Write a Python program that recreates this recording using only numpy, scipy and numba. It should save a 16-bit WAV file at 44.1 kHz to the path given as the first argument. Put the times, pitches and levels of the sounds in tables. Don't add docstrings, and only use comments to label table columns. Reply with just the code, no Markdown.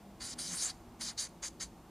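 import sys
import numpy as np
from scipy import signal
from scipy.io import wavfile
from scipy.ndimage import uniform_filter1d, map_coordinates
from numba import njit

SR = 44100
rng = np.random.default_rng(int(sys.argv[2]) if len(sys.argv) > 2 else 0)


def master(y):
    cut = np.clip(np.atleast_2d(y).T, -1, 1)
    pcm = np.round(cut * 32767)
    wavfile.write(sys.argv[1], SR, pcm.astype(np.int16))


def to_linear_factor(level_db):
    exponent = np.asarray(level_db, float) / 20
    return 10 ** exponent


N = 83790

# (centre [Hz], width [Hz], level [dB])
BOARD_MODES = [(700, 350, -1), (1093, 170, 3.5), (1500, 1500, 8), (1830, 1270, -1), (2484, 230, -11)]


def unit(x):
    return x / np.sqrt(np.mean(x ** 2))


def walk(rate_hz):
    knots = rng.standard_normal(2000)
    return map_coordinates(knots, [np.arange(N) / SR * rate_hz], order=3, mode="mirror")


@njit
def svf(x, hz, width_hz):
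    y, band, low = np.empty(len(x)), 0., 0.
    for i in range(len(x)):
        g, damping = np.tan(np.pi * hz[i] / SR), width_hz / hz[i]
        v = (band + g * (x[i] - low)) / (1 + g * (g + damping))
        low += 2 * g * v
        band = 2 * v - band
        y[i] = damping * v
    return y


def bandpass(x, hz, width_hz):
    return svf(x, np.full(N, float(hz)), float(width_hz))


def hush(hz, width_hz):
    return unit(bandpass(rng.standard_normal(N), hz, width_hz))


def ring(x, modes):
    drift_share, drift_hz, drift_db = .015, 25, 1.2
    out = 0
    for hz, width_hz, db in modes:
        centre_hz = hz * (1 + drift_share * walk(drift_hz))
        level = to_linear_factor(db + drift_db * walk(drift_hz))
        pass_hz = 1.77 * width_hz
        out = out + level * svf(svf(x, centre_hz, pass_hz), centre_hz, pass_hz)
    return unit(out)


def wash():
    # (frequency [Hz], density [dB per Hz])
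    air_bands = [(30, 2.5), (100, -7.5), (210, -6), (460, -12.5), (1080, -14.5), (1300, -26), (2850, -27.5),
                 (13000, -37)]
    table_hz, table_db = np.transpose(air_bands)
    out = 0
    for hz in 35 * 2 ** np.arange(0, 8.9, 1 / 3):
        density_db = np.interp(np.log(hz), np.log(table_hz), table_db)
        wander_db = 2.2 * walk(4) * min(1, 900 / hz)
        band = unit(bandpass(hush(hz, hz / 3), hz, hz / 3))
        out = out + to_linear_factor(density_db + 10 * np.log10(hz) + wander_db) * band
    return unit(out)


def ventilation():
    # (centre [Hz], width [Hz], level [dB])
    boom_modes = [(57.6, 4.8, -64), (104.2, 2.7, -70), (160.3, 6.9, -67.5), (186.3, 22, -65),
                  (240.6, 24, -64.5), (332.2, 25.5, -64), (742, 180, -65)]
    # (time [s], length [s], frequency [Hz], level [dB])
    drones = [
        (0, 0.16, 199.4, -54),
        (0.17, 0.38, 248.4, -57),
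        (0.484, 0.068, 178.2, -51.5),
        (0.848, 0.32, 231, -54.5),
        (1.626, 0.2, 209, -61),
    ]
    wash_db, side_db, boom_wander_db, drone_width_hz = -58.5, -82.5, -1.5, 2.5
    t = np.arange(N) / SR
    out = wash() * to_linear_factor(wash_db)
    for hz, width_hz, db in boom_modes:
        out = out + hush(hz, width_hz) * to_linear_factor(db + boom_wander_db * walk(4.24))
    for start_s, length_s, hz, db in drones:
        swell = np.sqrt(np.sin(np.pi * np.clip((t - start_s) / length_s, 0, 1)).clip(0))
        cycles = np.cumsum(hz + drone_width_hz * walk(14.43)) / SR
        out = out + to_linear_factor(db + 1.3 * walk(11.7)) * swell * np.sin(2 * np.pi * cycles)
    return out + to_linear_factor(side_db) * wash() * np.array([[1], [-1]])


def room(x):
    early_db, early_t60_s = -13, .025
    tail_db, tail_t60_s = -23.5, 0.41
    likeness, port_lag_s = 0.86, 3e-6
    t = np.arange(SR // 2) / SR
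    opposite = np.array([[1], [-1]])

    def fall(db, t60_s):
        return to_linear_factor(db - 60 * t / t60_s) * np.sqrt(2 * np.log(1000) / (t60_s * SR))

    mid, side = rng.standard_normal((2, len(t)))
    shape = np.hypot(fall(early_db, early_t60_s), fall(tail_db, tail_t60_s))
    ports = np.sqrt((1 + likeness) / 2) * mid + np.sqrt((1 - likeness) / 2) * side * opposite
    lag = np.gradient(x) * port_lag_s * SR * opposite
    return x + lag + signal.fftconvolve(x[None], shape * ports, axes=1)[:, :N]


def catches():
    catches_per_s, spread_db = 16000, 2
    hit, size, sign = rng.random((3, N))
    return (hit < catches_per_s / SR) * to_linear_factor(-spread_db * np.log(1 - size)) * np.sign(sign - .5)


def taps():
    # (time [s], level [dB])
    touches = [
        (1.787, -57),
    ]
    decay_s = 0.0045
    t = np.arange(N) / SR
    envelope = 0
    for start_s, db in touches:
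        envelope = envelope + to_linear_factor(db - 11) * (t > start_s) * np.exp(-np.abs(t - start_s) / decay_s)
    return ring(catches(), BOARD_MODES) * envelope


def marker():
    # (centre [Hz], width [Hz], level [dB])
    sheet_modes = [(3410, 300, -8.5), (4283, 760, 2), (4818, 670, 6), (5513, 830, 3)]
    tip_modes = [(6460, 420, -6), (6524, 256, -4.5), (6943, 750, -0.5), (7430, 790, -11.5)]
    edge_modes = [(9050, 1300, 8.5), (9710, 1000, 3), (10630, 400, -4.5), (12200, 980, -11),
                  (13500, 1800, -37)]
    # (time [s], rub level [dB], tip squeak [dB], bright edge [dB], board boom [dB]),
    # the last three over the rub
    curls = [
        [(0.19, -92, 2, 6, 11), (0.208, -49, -8, -10, -4), (0.226, -45, -5, -8.5, -9.5),
         (0.258, -46.5, -2, -2.5, -10), (0.32, -45, -5, -10.5, -11), (0.338, -45.5, -11, -14, -12),
         (0.35, -77, -7, -4, 8), (0.365, -71, -14, -6, 10)],
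        [(0.37, -65, -6, -7, 1), (0.378, -73.5, 6, -1, 9), (0.39, -41.5, -7, -5, -10.5),
         (0.434, -45, -7.5, -2, -11.5), (0.498, -44.5, 0.5, -5.5, -14.5), (0.544, -48, 9, 2.5, 1),
         (0.556, -47.5, 0, 5, -7.5), (0.575, -48, -11, 5, -4)],
        [(0.575, -46.5, 0.5, 1, -9.5), (0.609, -42, -7, -1.5, -14), (0.621, -41, 3.5, -1.5, -11.5),
         (0.631, -41, 4, 3.5, -10.5), (0.669, -49, 14, 0, 0), (0.701, -39, -13.5, -10, -14.5),
         (0.737, -70.5, -17, -10, -2), (0.76, -69, -15, -5, -11)],
    ]
    bars = [
        [(0.99, -78.5, 3, 3, 4), (1.012, -42.5, -4, -3, -5), (1.046, -47.5, 1, 1, -6.5),
         (1.094, -41.5, -6, -9, -12), (1.112, -49.5, -4, -8, -5.5), (1.124, -69, -4, 4, 14),
         (1.14, -68, -2, -9, 2)],
        [(1.165, -81, -1, -3, 0), (1.181, -41, -4.5, -12.5, -11.5), (1.201, -44, 6.5, -2, -9.5),
         (1.247, -49.5, 6, -2.5, -6), (1.273, -56.5, 1.5, -8, -2.5), (1.283, -77, -1, 1, -1),
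         (1.295, -65, 3, 4, 1)],
    ]
    flicks = [
        [(1.415, -87, -1, 7, 6), (1.429, -46.5, 2.5, -11, -4), (1.449, -44.5, 4, -3, -4),
         (1.483, -47.5, 0, -5, -14), (1.497, -68, -1, -3, 1), (1.51, -61, -4, -1, -11)],
        [(1.592, -98.5, 8, 10, -6), (1.6, -50.5, -3, -13, -11), (1.61, -45.5, 3, -6.5, -2.5),
         (1.634, -48.5, 7, -0.5, -5), (1.68, -74, 0, -2, -6)],
    ]
    flutter_db, flutter_hz, chatter_db, chatter_hz = 1, 40.1, 2, 249.2
    t = np.arange(N) / SR
    strokes = curls + bars + flicks
    rows = np.concatenate([np.array(stroke, float) for stroke in strokes])
    rub_db, squeak_db, bright_db, boom_db = (np.interp(t, rows[:, 0], rows[:, k]) for k in (1, 2, 3, 4))
    touching = sum((t >= stroke[0][0]) & (t < stroke[-1][0]) for stroke in strokes) > 0
    contact = uniform_filter1d(1. * touching, size=200)

    sheet_db = flutter_db * walk(flutter_hz) + 0.89 * walk(chatter_hz)
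    chatter = chatter_db * walk(chatter_hz).clip(-3, 2.) * np.clip(squeak_db / 10, .15, 1.3)
    sheet = ring(catches(), sheet_modes) * to_linear_factor(sheet_db)
    tip = ring(catches(), tip_modes) * to_linear_factor(squeak_db + chatter)
    edge = ring(catches(), edge_modes) * to_linear_factor(bright_db + flutter_db * walk(flutter_hz))
    board = ring(catches(), BOARD_MODES) * to_linear_factor(boom_db)
    return to_linear_factor(rub_db) * contact * (sheet + tip + edge + board)


def scene():
    # (centre [Hz], width [Hz])
    dips = [(2650, 220), (5750, 185)]
    pen = marker() + taps()
    for hz, width_hz in dips:
        pen = pen - .8 * bandpass(pen, hz, width_hz)
    return room(pen) + ventilation()


def roll_off(x):
    return signal.sosfilt(signal.butter(12, 15550, fs=SR, output="sos"), x)


def record(dry):
    hiss_db, hiss_hz, hiss_width_hz, top_hz = -73.5, 8100, 17000, 15550
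    hiss = np.array([bandpass(hush(hiss_hz, hiss_width_hz), hiss_hz, hiss_width_hz) for _ in range(2)])
    lowpass = signal.ellip(10, .3, 80, top_hz, fs=SR, output="sos")
    heard = signal.sosfilt(lowpass, dry + to_linear_factor(hiss_db) * hiss)
    return roll_off(heard)


dry = scene()
out = record(dry)
master(out)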